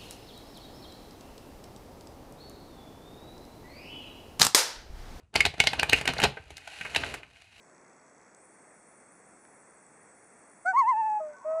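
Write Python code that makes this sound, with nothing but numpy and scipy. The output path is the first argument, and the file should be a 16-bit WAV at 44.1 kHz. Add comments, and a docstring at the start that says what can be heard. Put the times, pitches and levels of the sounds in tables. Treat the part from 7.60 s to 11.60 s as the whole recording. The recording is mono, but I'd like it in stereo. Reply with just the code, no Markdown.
"""A calm lake: a soft wash of air and water, with a camera's hiss, thin whine and faint electrical buzz.
From 0.75 s the camera ticks twice and its motor whirrs up and down; the buzz pauses meanwhile.
At 3.05 s, as the motor stops, a loon calls, its overtones shaped by its throat: a short low note
breaks up into a dying warble, drops back, and a long low note begins.
A quick reflection comes from close by; the forested shore's smeared echo follows under the last notes."""
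import sys
import numpy as np
from scipy import signal
from scipy.fft import rfft, irfft
from scipy.io import wavfile
from scipy.ndimage import uniform_filter1d

SR = 44100
rng = np.random.default_rng(int(sys.argv[2]) if len(sys.argv) > 2 else 0)


def int16_out(signal):
    """Quantize to a 16-bit WAV file."""
    q = np.round(np.clip(np.atleast_2d(signal).T, -1, 1) * 32767)
    wavfile.write(sys.argv[1], SR, q.astype(np.int16))


N = 176400


def undb(db):
    """Decibels to gain."""
    return 10 ** (np.asarray(db) / 20)


def level(x, db):
    """Scale to an rms level."""
    return x * undb(db) / np.sqrt(np.mean(x ** 2))


def pan(db):
    """Stereo gains for a left-minus-right level."""
    return undb(np.array([[1], [-1]]) * db / 2)


def lookup(table, hz):
    """Interpolate on a log-frequency axis."""
    table_hz, values = np.array(table).T
    return np.interp(np.log(hz + 1), np.log(table_hz), values)


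def glide(t, times, values):
    """Cosine ease between turning points."""
    index = np.arange(len(times))
    place = np.interp(t, times, index)
    eased = np.floor(place) + (1 - np.cos(np.pi * (place % 1))) / 2
    return np.interp(eased, index, values)


def gate(t, start_s, end_s, attack_s=.012, release_s=.01):
    """Linear attack, hold, linear release."""
    return np.clip((t - start_s) / attack_s, 0, 1) * np.clip((end_s - t) / release_s, 0, 1)


def wander(rate_hz):
    """Smooth random curve, unit rms."""
    hold = int(SR / rate_hz)
    steps = np.repeat(rng.standard_normal(N // hold + 1), hold)
    return level(uniform_filter1d(steps, hold)[:N], 0)


def resonate(x, hz, width_hz):
    """One resonance, applied twice for steep skirts."""
    b, a = signal.iirpeak(hz, hz / width_hz, fs=SR)
    return signal.lfilter(b, a, signal.lfilter(b, a, x))


def stereo_noise(correlation):
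    """Partly correlated white noise pair."""
    mid, side = rng.standard_normal((2, N))
    return np.sqrt(1 + correlation) * mid + np.sqrt(1 - correlation) * side * np.array([[1], [-1]])


def wash(spectrum, correlation):
    """Stereo noise shaped to a spectrum."""
    hz = np.arange(N // 2 + 1) * SR / N
    inside = (hz > spectrum[0][0]) & (hz < spectrum[-1][0])
    return irfft(rfft(stereo_noise(correlation)) * undb(lookup(spectrum, hz)) * inside, N)


# air and water spectrum: f/Hz, relative level/dB
LAKE_SPECTRUM = [(30, -29), (42, -21.5), (57, -14), (70, -19), (110, -10.5), (206, -2), (350, -2),
                 (600, -2), (1000, -5), (2120, -9), (2720, -22), (3000, -40.5)]

def lake():
    """Air and ripples: a faint, nearly even wash."""
    flicker_db = .53 * wander(13)
    return level(wash(LAKE_SPECTRUM, correlation=.033) * undb(flicker_db), -56) * pan(1.2)


# hiss spectrum: f/Hz, relative level/dB
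HISS_SPECTRUM = [(2900, -31.5), (3400, -5.5), (4000, -22.5), (4500, -5), (5000, -18), (5400, -1.5),
                 (6500, 1.5), (7200, -1.5), (8200, 0), (9500, -3), (11000, -14), (11500, -31.5)]

def camera_hiss():
    """Steady treble noise."""
    return level(wash(HISS_SPECTRUM, correlation=.1), -67.5) * pan(2.5)


# steady tones: f/Hz, level/dB
WHINE_TONES = [(7852, -75), (7882, -84)]

def camera_whine(t):
    """Two thin, close tones, beating."""
    return sum(level(np.sin(2 * np.pi * hz * t), db) for hz, db in WHINE_TONES)


# ticks: t/s, onset level/dB, centre f/Hz
CAMERA_TICKS = [(0.7474, -49, 6800), (1.852, -49.5, 1390)]

def camera_ticks(t, decay_s=.0017):
    """Small ticks: fast-decaying bursts of resonant noise."""
    out = np.zeros(N)
    for start_s, db, hz in CAMERA_TICKS:
        ring = level(resonate(rng.standard_normal(N), hz, hz / 2), db)
        out += ring * (t > start_s) * np.exp(-np.abs(t - start_s) / decay_s)
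    return out


# motor whistle turning points: t/s, centre f/Hz
MOTOR_PATH = [(0.758, 8400), (0.787, 8150), (0.874, 9520), (0.894, 8640), (0.943, 9510), (0.961, 8430),
              (1.062, 8340), (1.077, 9070), (1.12, 8140), (1.144, 9350), (1.254, 8500), (1.315, 9780),
              (1.399, 8790), (1.486, 8260), (1.556, 9700), (1.593, 9470), (1.622, 8160), (1.701, 9440),
              (1.727, 8430), (1.768, 8160), (1.805, 9620), (1.948, 9930), (1.956, 8700), (1.977, 9900),
              (2.011, 9390), (2.052, 8040), (2.096, 8950), (2.154, 9410), (2.174, 8180), (2.218, 9340),
              (2.258, 7870), (2.305, 9420), (2.354, 8310), (2.444, 9390), (2.473, 8200), (2.531, 8100),
              (2.566, 9470), (2.679, 9300), (2.694, 8270), (2.731, 8970), (2.76, 8580), (2.798, 9230),
              (2.847, 8100), (2.894, 9310), (3.013, 9520), (3.08, 7680)]

def motor_whirr(t, width_hz=430, correlation=.61):
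    """A small motor hunts up and down: narrow whistle plus rustle, both coloured by the casing."""
    times, hz = np.array(MOTOR_PATH).T
    carrier = np.cos(2 * np.pi * np.cumsum(glide(t, times, hz)) / SR)
    narrow = signal.butter(2, width_hz / 2, fs=SR, output="sos")
    casing = signal.butter(3, [7430, 9800], "band", fs=SR, output="sos")
    whistle = signal.sosfilt(casing, carrier * signal.sosfilt(narrow, stereo_noise(correlation)))
    rustle = signal.sosfilt(casing, stereo_noise(correlation))
    return (level(whistle, -66.5) + level(rustle, -69.5)) * gate(t, times[0], times[-1])


def electrical_buzz(t, rate_hz=59.94, first_s=.014, decay_s=.0011, scatter_db=2.5):
    """Evenly spaced, unevenly strong electrical ticks, muted while the motor runs."""
    cycle = (t - first_s) * rate_hz + 1
    tick_db = scatter_db * np.minimum(rng.standard_normal(int(cycle[-1]) + 1), 1)
    envelope = undb(tick_db)[cycle.astype(int)] * np.exp(-(cycle % 1) / rate_hz / decay_s)
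    ticks = resonate(rng.standard_normal(N) * envelope, hz=6400, width_hz=3100)
    resting = 1 - gate(t, MOTOR_PATH[0][0], MOTOR_PATH[-1][0])
    return level(ticks, -74) * resting * pan(2.5)


# reflections, near to far: delay t/s, decay t/s, relative level/dB
CALL_REFLECTIONS = [(0.02, 0.014, -32), (0.051, .15, -41.5), (0.418, .15, -41), (.585, .06, -33),
                    (0.648, .12, -26.5)]

def call_echoes(t, call):
    """A quick reflection off nearby water or a boat, then late, dull echoes from the wooded shore."""
    response = np.zeros((2, N))
    for delay_s, decay_s, db in CALL_REFLECTIONS:
        tail = (t > delay_s) * np.exp(-np.abs(t - delay_s) / decay_s)
        response += level(rng.standard_normal((2, N)) * tail, db) / np.sqrt(N)
    dull = resonate(call.mean(axis=0), hz=1150, width_hz=2000)
    return signal.fftconvolve(dull[None], response, axes=1)[:, :N]


def treble(hz, corner_hz=3150):
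    """Weight: 0 for low overtones, 1 for the top ones."""
    return 1 / (1 + (corner_hz / hz) ** 20)


# loon's stereo balance: f/Hz, left-minus-right level/dB
LOON_PAN = [(620, 3), (760, 3.5), (880, 5.5), (1000, 2), (1110, -0.1), (1280, 6.5), (1500, 7), (1750, 8.5),
            (2100, 16.5), (2300, 9), (2600, 8.5), (3300, 5), (4400, 3), (5600, 9.5)]

def loon_voice(hz, db, envelope, throat_db, harmonics, jitter=.001, shimmer_db=.52, rasp_db=3.5):
    """Slightly unsteady tone; overtones follow throat_db(f, level) and the top ones rasp."""
    on = envelope > 0
    hz = (hz * (1 + jitter * wander(120)))[on]
    db = (db + shimmer_db * wander(140))[on]
    lag_s = np.array([[0], [.00004]])
    phase = 2 * np.pi * (np.cumsum(hz) / SR - hz * lag_s)
    out = np.zeros((2, N))
    for k in range(1, harmonics + 1):
        colour_db = throat_db(k * hz, db) if k > 1 else 0
        flutter_db = rasp_db * wander(200)[on] * treble(k * hz)
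        amplitude = np.sqrt(2) * undb(db + colour_db + flutter_db)
        out[:, on] += amplitude * pan(lookup(LOON_PAN, k * hz)) * np.sin(k * phase)
    return out * envelope


# low-register overtones: f/Hz, level/dB re fundamental
LOW_OVERTONES = [(1190, -16.5), (1290, -16.5), (1400, -1), (1520, 3.5), (1850, -33.5), (1950, -38),
                 (2100, -23), (2290, -21.5), (2500, -44.5), (3000, -56), (3800, -47.5), (4550, -33.5),
                 (5300, -45), (6100, -32.5), (6850, -38), (7600, -31.5), (10000, -44.5)]

def loon_note(t, note, treble_db=-26, arched=False):
    """One note through the low-register throat, purer as it weakens; arched = parabolic contours."""
    times, points_hz, points_db = np.array(note).T

    def contour(points):
        if arched:
            return np.polyval(np.polyfit(times, points, 2), np.clip(t, times[0], times[-1]))
        return np.interp(t, times, points)

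    def throat_db(hz, voice_db):
        return lookup(LOW_OVERTONES, hz) + voice_db - points_db.max() + treble_db * treble(hz)

    envelope = gate(t, times[0], times[-1])
    return loon_voice(contour(points_hz), contour(points_db), envelope, throat_db, harmonics=12)


# high-register overtones: f/Hz, level/dB re fundamental
HIGH_OVERTONES = [(1670, -33.5), (1750, -24.5), (1900, -30), (2100, -22.5), (2230, -24.5), (2550, -37),
                  (2630, -31.5), (2850, -42.5), (3050, -48), (3400, -50.5), (3900, -49), (4450, -40),
                  (5100, -48), (5600, -42), (6200, -39.5), (6700, -37), (7300, -50), (7800, -43),
                  (10000, -54)]
# warble turning points: t/s, f/Hz
WARBLE_TURNS = [(3.128, 896), (3.143, 926), (3.189, 1116), (3.247, 871.5), (3.297, 1050), (3.348, 857),
                (3.398, 904), (3.433, 860.5), (3.466, 877.5), (3.499, 854), (3.548, 852), (3.613, 837)]

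def loon_warble(t, db_per_octave=27, treble_db_per_db=1.8):
    """The voice breaks upward into shrinking swings, louder and brighter with pitch."""
    times, turns_hz = np.array(WARBLE_TURNS).T
    pitch_hz = glide(t, times, turns_hz)
    db = -27 + db_per_octave * np.log2(pitch_hz / 874)

    def throat_db(hz, voice_db):
        return lookup(HIGH_OVERTONES, hz) + treble_db_per_db * (voice_db - db.max()) * treble(hz)

    envelope = gate(t, times[0], times[-1], attack_s=.02, release_s=.038)
    return loon_voice(pitch_hz, db, envelope, throat_db, harmonics=9)


# note contours: t/s, f/Hz, level/dB
OPENING_NOTE = [(3.048, 652, -34), (3.09, 759.5, -28), (3.14, 686, -42)]
BREAK_SQUEAK = [(3.127, 1160, -46.5), (3.16, 1153, -42.5)]
FALLING_NOTE = [(3.596, 638, -31.5), (3.645, 617, -36), (3.705, 598, -43), (3.766, 585, -59)]
WAIL_NOTE = [(3.845, 611.5, -35), (3.885, 632.8, -30), (3.95, 643.7, -29), (4.03, 653.3, -30)]

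def loon_call(t):
    """Bright low note, squeak at the voice break, warble, falling note, start of a wail."""
    call = loon_note(t, OPENING_NOTE, treble_db=0, arched=True) + loon_warble(t)
    return call + sum(loon_note(t, note) for note in (BREAK_SQUEAK, FALLING_NOTE, WAIL_NOTE))


def scene():
    """Loon, echoes and lake, with the camera close by."""
    t = np.arange(N) / SR
    call = loon_call(t)
    outdoors = call + call_echoes(t, call) + lake()
    mechanism = (motor_whirr(t) + camera_whine(t) + camera_ticks(t)) * pan(8)
    return outdoors + mechanism + camera_hiss() + electrical_buzz(t)


def record(dry):
    """Steep low-pass at 11 kHz."""
    return signal.sosfilt(signal.ellip(8, .2, 70, 11000, fs=SR, output="sos"), dry)


dry = scene()
out = record(dry)
int16_out(out)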